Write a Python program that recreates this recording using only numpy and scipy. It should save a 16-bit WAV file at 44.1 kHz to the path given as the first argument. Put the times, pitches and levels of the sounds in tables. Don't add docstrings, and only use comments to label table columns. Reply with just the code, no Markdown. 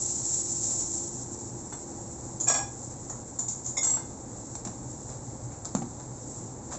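import sys
import numpy as np
from scipy import signal
from scipy.fft import rfft, irfft
from scipy.io import wavfile
from scipy.ndimage import uniform_filter1d

SR = 44100
rng = np.random.default_rng(int(sys.argv[2]) if len(sys.argv) > 2 else 0)


def inscribe(sig):
    pcm = np.round(np.clip(np.atleast_2d(sig).T, -1, 1) * 32767)
    wavfile.write(sys.argv[1], SR, pcm.astype(np.int16))


N = 298998
TIME = np.arange(N) / SR
AFTER = TIME[:SR]

# frequency_hz, level_db
TICK_SPECTRUM = [(900, -41.5), (2000, -29.5), (2900, -35), (3700, -24.5), (4900, -21.5), (5600, -14.5),
                 (6300, -5.5), (6900, 6), (7350, 6), (7900, -16), (8500, -32)]
TAP_SPECTRUM = [(900, -27), (1500, -22), (2200, -18.5), (2900, -28), (3700, -13), (4400, -18), (5700, -7.5),
                (6900, -0.5), (7450, 7.5), (7900, -5), (8500, -21.5)]


def undb(db):
    return 10 ** (np.asarray(db) / 20)


def unit(x):
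    return x / np.sqrt(np.mean(x ** 2))


def crest(x):
    return x / np.sqrt(uniform_filter1d(x ** 2, SR // 100).max())


def through(x, response):
    return signal.fftconvolve(x, response)[:len(x)]


def colour(x, spectrum, size=4096):
    hz, db = np.transpose(spectrum)
    bins_hz = np.maximum(np.arange(size // 2 + 1) * SR / size, 1)
    gain = undb(np.interp(np.log(bins_hz), np.log(hz), db))
    cepstrum = irfft(np.log(gain))
    cepstrum[1:size // 2] *= 2
    cepstrum[size // 2 + 1:] = 0
    return through(x, irfft(np.exp(rfft(cepstrum))))


def walk(rate_hz):
    hold = int(SR / rate_hz)
    steps = np.repeat(rng.standard_normal(N // hold + 1), hold)
    return unit(uniform_filter1d(steps, hold)[:N])


def fade(t60):
    return undb(-60 * AFTER / t60)


def dying(db, from_s, db_per_s):
    return undb(db - db_per_s * np.maximum(TIME - from_s, 0))


def add(track, start_s, sound):
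    start = int(start_s * SR)
    track[start:start + len(sound)] += sound[:N - start]


def room(wet_db, t60=0.31, gap_s=0.0025):
    tail = rng.standard_normal(SR) * fade(t60) * (AFTER > gap_s)
    response = undb(wet_db) * tail / np.linalg.norm(tail)
    response[0] = 1
    return response


def contact(rise_s, t60, wet_db, grain_db=4):
    grains = rng.standard_normal(SR) * undb(grain_db * np.repeat(rng.standard_normal(SR), 32)[:SR])
    attack = np.minimum(AFTER / rise_s, 1)
    decay = np.minimum(fade(t60) / undb(-60 * rise_s / t60), 1)
    return through(grains * attack * decay, room(wet_db))


def ring(push, hz, t60, swell_s=0.0012):
    swell = 1 - np.exp(-(AFTER / swell_s) ** 2)
    return crest(through(push, np.sin(2 * np.pi * hz * AFTER) * fade(t60) * swell))


def crack(push, treble, tick_db, clack_db):
    # frequency_hz, level_db
    hollow = [(40, -48.5), (200, -20), (400, -12.5), (580, 1), (880, 2.5), (1300, -3), (1900, -11),
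              (2400, -16.5), (2900, -23.5), (3700, -18.5), (5000, -18), (8000, -19.5)]
    return undb(tick_db) * crest(colour(push, treble)) + undb(clack_db) * crest(colour(push, hollow))


def extractor_hood(rush_db=-43.5, duct_hz=121.8, width_hz=29.7):
    # frequency_hz, level_db
    airflow = [(15, -29), (28, -12), (80, -5.5), (160, -8.5), (240, -5), (320, -6), (400, -12.5),
               (530, -11.5), (660, -17.5), (820, -12.5), (1050, -21), (1350, -28), (2100, -36),
               (3100, -48.5)]
    # time_s, level_db
    duct_levels = [(0, -46), (1.1, -50.5), (2.4, -44.5), (4.1, -50), (5.3, -43), (6.78, -46.5)]
    rush = unit(colour(rng.standard_normal(N), airflow)) * undb(rush_db + 0.5 * walk(5.9))
    bins_hz = np.arange(N // 2 + 1) * SR / N
    resonance = 1 / (1 + (2 * (bins_hz - duct_hz) / width_hz) ** 2)
    rumble = unit(irfft(rfft(rng.standard_normal(N)) * resonance, N))
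    return rush + rumble * undb(np.interp(TIME, *np.transpose(duct_levels)))


def hiss(level_db=-50.5):
    # frequency_hz, level_db
    band = [(2000, -39), (3100, -32), (3700, -21.5), (5000, -18.5), (5700, -14.5), (6500, -6), (7050, -3.5),
            (7500, 3.5), (7800, -6), (8050, -17.5), (8500, -36)]
    return unit(colour(rng.standard_normal(N), band)) * undb(level_db + 1.2 * walk(17))


def hum(pitch_hz=344):
    phase = 2 * np.pi * np.cumsum(pitch_hz + 4 * walk(13)) / SR
    return unit(np.sin(phase)) * dying(db=-50, from_s=2.48, db_per_s=47.5) * undb(2 * walk(8))


def knocks(blows, treble, rise_s, wet_db):
    out = np.zeros(N)
    for start_s, tick_db, clack_db, t60 in blows:
        add(out, start_s, crack(contact(rise_s, t60, wet_db), treble, tick_db, clack_db))
    return out


def utensils():
    # start_s, tick_db, clack_db, t60_s
    ticks = [(2.399, -26, -52.5, 0.11), (3.095, -35.5, -46, 0.026), (3.387, -27, -46.5, 0.027),
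             (3.479, -28.5, -52, 0.17), (3.641, -39.5, -63, .054), (3.657, -30, -60, .11)]
    return knocks(ticks, TICK_SPECTRUM, rise_s=0.0044, wet_db=4)


def scuffs():
    # start_s, tick_db, clack_db
    slides = [(5.08, -43.5, -49), (5.5, -61, -50), (6.705, -38, -40.5)]
    out = np.zeros(N)
    for start_s, tick_db, clack_db in slides:
        push = contact(rise_s=0.019, t60=0.39, wet_db=-12)
        add(out, start_s, crack(push, TAP_SPECTRUM, tick_db, clack_db))
    return out


def counter_taps():
    # start_s, tick_db, clack_db, t60_s
    taps = [(4.551, -34.5, -42.5, 0.027), (4.648, -36, -45.5, .055), (4.67, -41, -44, 0.048),
            (5.647, -35.5, -45, 0.065), (5.749, -28.5, -35.5, .028), (5.819, -53, -48, 0.056),
            (5.995, -48, -50.5, 0.11)]
    return knocks(taps, TAP_SPECTRUM, rise_s=0.002, wet_db=-2)


def counter_boom():
    # pitch_hz, level_db, t60_s
    modes = [(160.5, -3, 0.27), (208, -7.5, 0.25), (240.6, 3.5, 0.18), (275, -4, 0.17),
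             (350.5, -10.5, 0.21), (770, -14, .1)]
    # frequency_hz, level_db
    thud = [(50, -47), (110, -3), (170, 6), (250, 2.5), (350, -4.5), (550, -7.5), (800, -7.5), (1300, -32),
            (3000, -37.5)]
    # start_s, thud_db, t60_s, ring_db
    landings = [(4.663, -38.5, 0.18, -48), (5.749, -21.5, 0.029, -35.5), (5.762, -33.5, 0.1, -34),
                (5.817, -31.5, 0.07, -38.5)]
    out = np.zeros(N)
    for start_s, thud_db, t60, ring_db in landings:
        push = contact(rise_s=0.0011, t60=t60, wet_db=-22.5)
        boom = sum(undb(db) * ring(push, hz, mode_t60) for hz, db, mode_t60 in modes)
        add(out, start_s, undb(thud_db) * crest(colour(push, thud)) + undb(ring_db) * boom)
    return out


def struck(modes, blows, rise_s, chatter_t60, tick_offset_db, wet_db):
    out = np.zeros(N)
    for start_s, ring_db, tilt_db, clack_db in blows:
        push = contact(rise_s, chatter_t60, wet_db)
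        tones = sum(ring(push, hz, t60) * undb(db + tilt_db * np.log2(hz / 7000))
                    for hz, db, t60 in modes)
        impact = crack(push, TICK_SPECTRUM, ring_db + tick_offset_db, clack_db)
        add(out, start_s, undb(ring_db) * tones + impact)
    return out


def pan():
    # pitch_hz, level_db, t60_s
    modes = [(587, -21, 0.048), (684, -24, 0.047), (752, -19, 0.17), (799.6, -2.5, 0.13), (919, -15, 0.14),
             (1044, -14, 0.11), (1193, -19, 0.2), (1350, -34, 0.16), (1653, -10, 0.15), (2066, -22, 0.07),
             (2425, -13, 0.045), (3120, -27.5, .1), (3444, -20, 0.093), (3960, -27.5, 0.15),
             (4540, -24.5, 0.15), (4660, -33, 0.07), (5340, -18.5, 0.12), (5680, -9, 0.058),
             (6820, -11, 0.11), (6600, -20, .1), (6940, -12, 0.072), (7530, -2, 0.064), (7500, -20, .08),
             (7360, -19, 0.12), (8330, -29, .08)]
    # start_s, ring_db, tilt_db_per_octave, clack_db
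    blows = [(2.468, -29, 2.5, -42), (2.477, -20.5, 6.5, -36), (2.495, -26, 3.5, -28.5),
             (2.538, -26.5, 2, -35.5), (2.561, -39, 7, -37.5), (2.583, -39.5, -2, -52),
             (2.664, -53.5, 1, -60)]
    return struck(modes, blows, rise_s=0.0067, chatter_t60=0.024, tick_offset_db=-3, wet_db=2)


def saucer():
    # pitch_hz, level_db, t60_s
    modes = [(1207, -29.5, .1), (2128, -9.5, 0.12), (3430, -23.5, 0.09), (3620, -14, 0.11),
             (5070, -17, 0.069), (5498, -13.5, 0.093), (5700, -23.5, .06), (6790, 1, 0.11),
             (6901, -25, .06), (7830, -19, .06)]
    # start_s, ring_db, tilt_db_per_octave, clack_db
    blows = [(3.765, -30, -1, -48), (3.775, -26.5, 2.5, -41)]
    return struck(modes, blows, rise_s=0.0056, chatter_t60=0.021, tick_offset_db=-3, wet_db=-1.5)


def china():
    # pitch_hz, level_db, t60_s
    modes = [(2104, -26, 0.19), (2980, -30, 0.084), (3530, -23.5, 0.064), (4310, -29.5, 0.051),
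             (4380, -23, 0.083), (5135, -27.5, .08), (5493, -29, .08), (5930, -12.5, 0.093),
             (6142, -31, 0.069), (6900, -24, .06), (7420, -21, .06), (7370, -10.5, .08), (7610, 0.5, 0.077),
             (8346, -26.5, .08)]
    # start_s, ring_db, tilt_db_per_octave,
    # clack_db
    blows = [(1.722, -38.5, -1.5, -42), (3.827, -26, 1.5, -41.5), (3.841, -25.5, 9, -47),
             (3.865, -30, 0, -42.5), (3.896, -26, 4.5, -44.5), (3.932, -36, -3, -45),
             (3.965, -43, -5.5, -39)]
    return struck(modes, blows, rise_s=0.0048, chatter_t60=0.045, tick_offset_db=-8.5, wet_db=0.1)


def sizzle_gain(tipped_s=0.94):
    # centre_s, peak_db, half_width_s
    swells = [(.075, -29.5, 0.03), (.33, -32.5, 0.18), (.76, -33, 0.093), (2.86, -44, 0.087),
              (4.5, -47, 0.062), (5.05, -49, 0.13), (6.34, -44.5, 0.1)]
    food = dying(db=-33.5, from_s=tipped_s, db_per_s=31)
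    residue = dying(db=-44.5, from_s=tipped_s, db_per_s=1.5)
    power = food ** 2 + residue ** 2
    for centre_s, peak_db, half_width_s in swells:
        power += undb(peak_db) ** 2 * np.exp(-((TIME - centre_s) / half_width_s) ** 2)
    return np.sqrt(power)


def sizzle(pops_per_s=2600, spread_db=1.5, steam_db=-6):
    # frequency_hz, level_db
    spectrum = [(1000, -40), (3000, -37.5), (4000, -26.5), (4970, -24.5), (5500, -13.5), (6400, -9),
                (7000, -2), (7450, 1.5), (7800, -5.5), (8050, -15), (8500, -30.5)]
    sizes = undb(spread_db * np.minimum(rng.exponential(size=N), 5))
    pops = (rng.random(N) < pops_per_s / SR) * sizes * rng.choice([-1, 1], N)
    steam = undb(steam_db) * rng.standard_normal(N)
    frying = through(unit(pops) + steam, room(wet_db=-4))
    return unit(colour(frying, spectrum)) * sizzle_gain() * undb(1.5 * walk(60))


def scene():
    clatter = pan() + saucer() + china() + utensils()
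    counter = counter_taps() + scuffs() + counter_boom()
    return (clatter + counter + sizzle() + extractor_hood() + hiss() + hum())[None]


def record(dry, cutoff_hz=8500):
    return signal.sosfilt(signal.ellip(12, 0.2, 70, cutoff_hz, fs=SR, output="sos"), dry)


dry = scene()
out = record(dry)
inscribe(out)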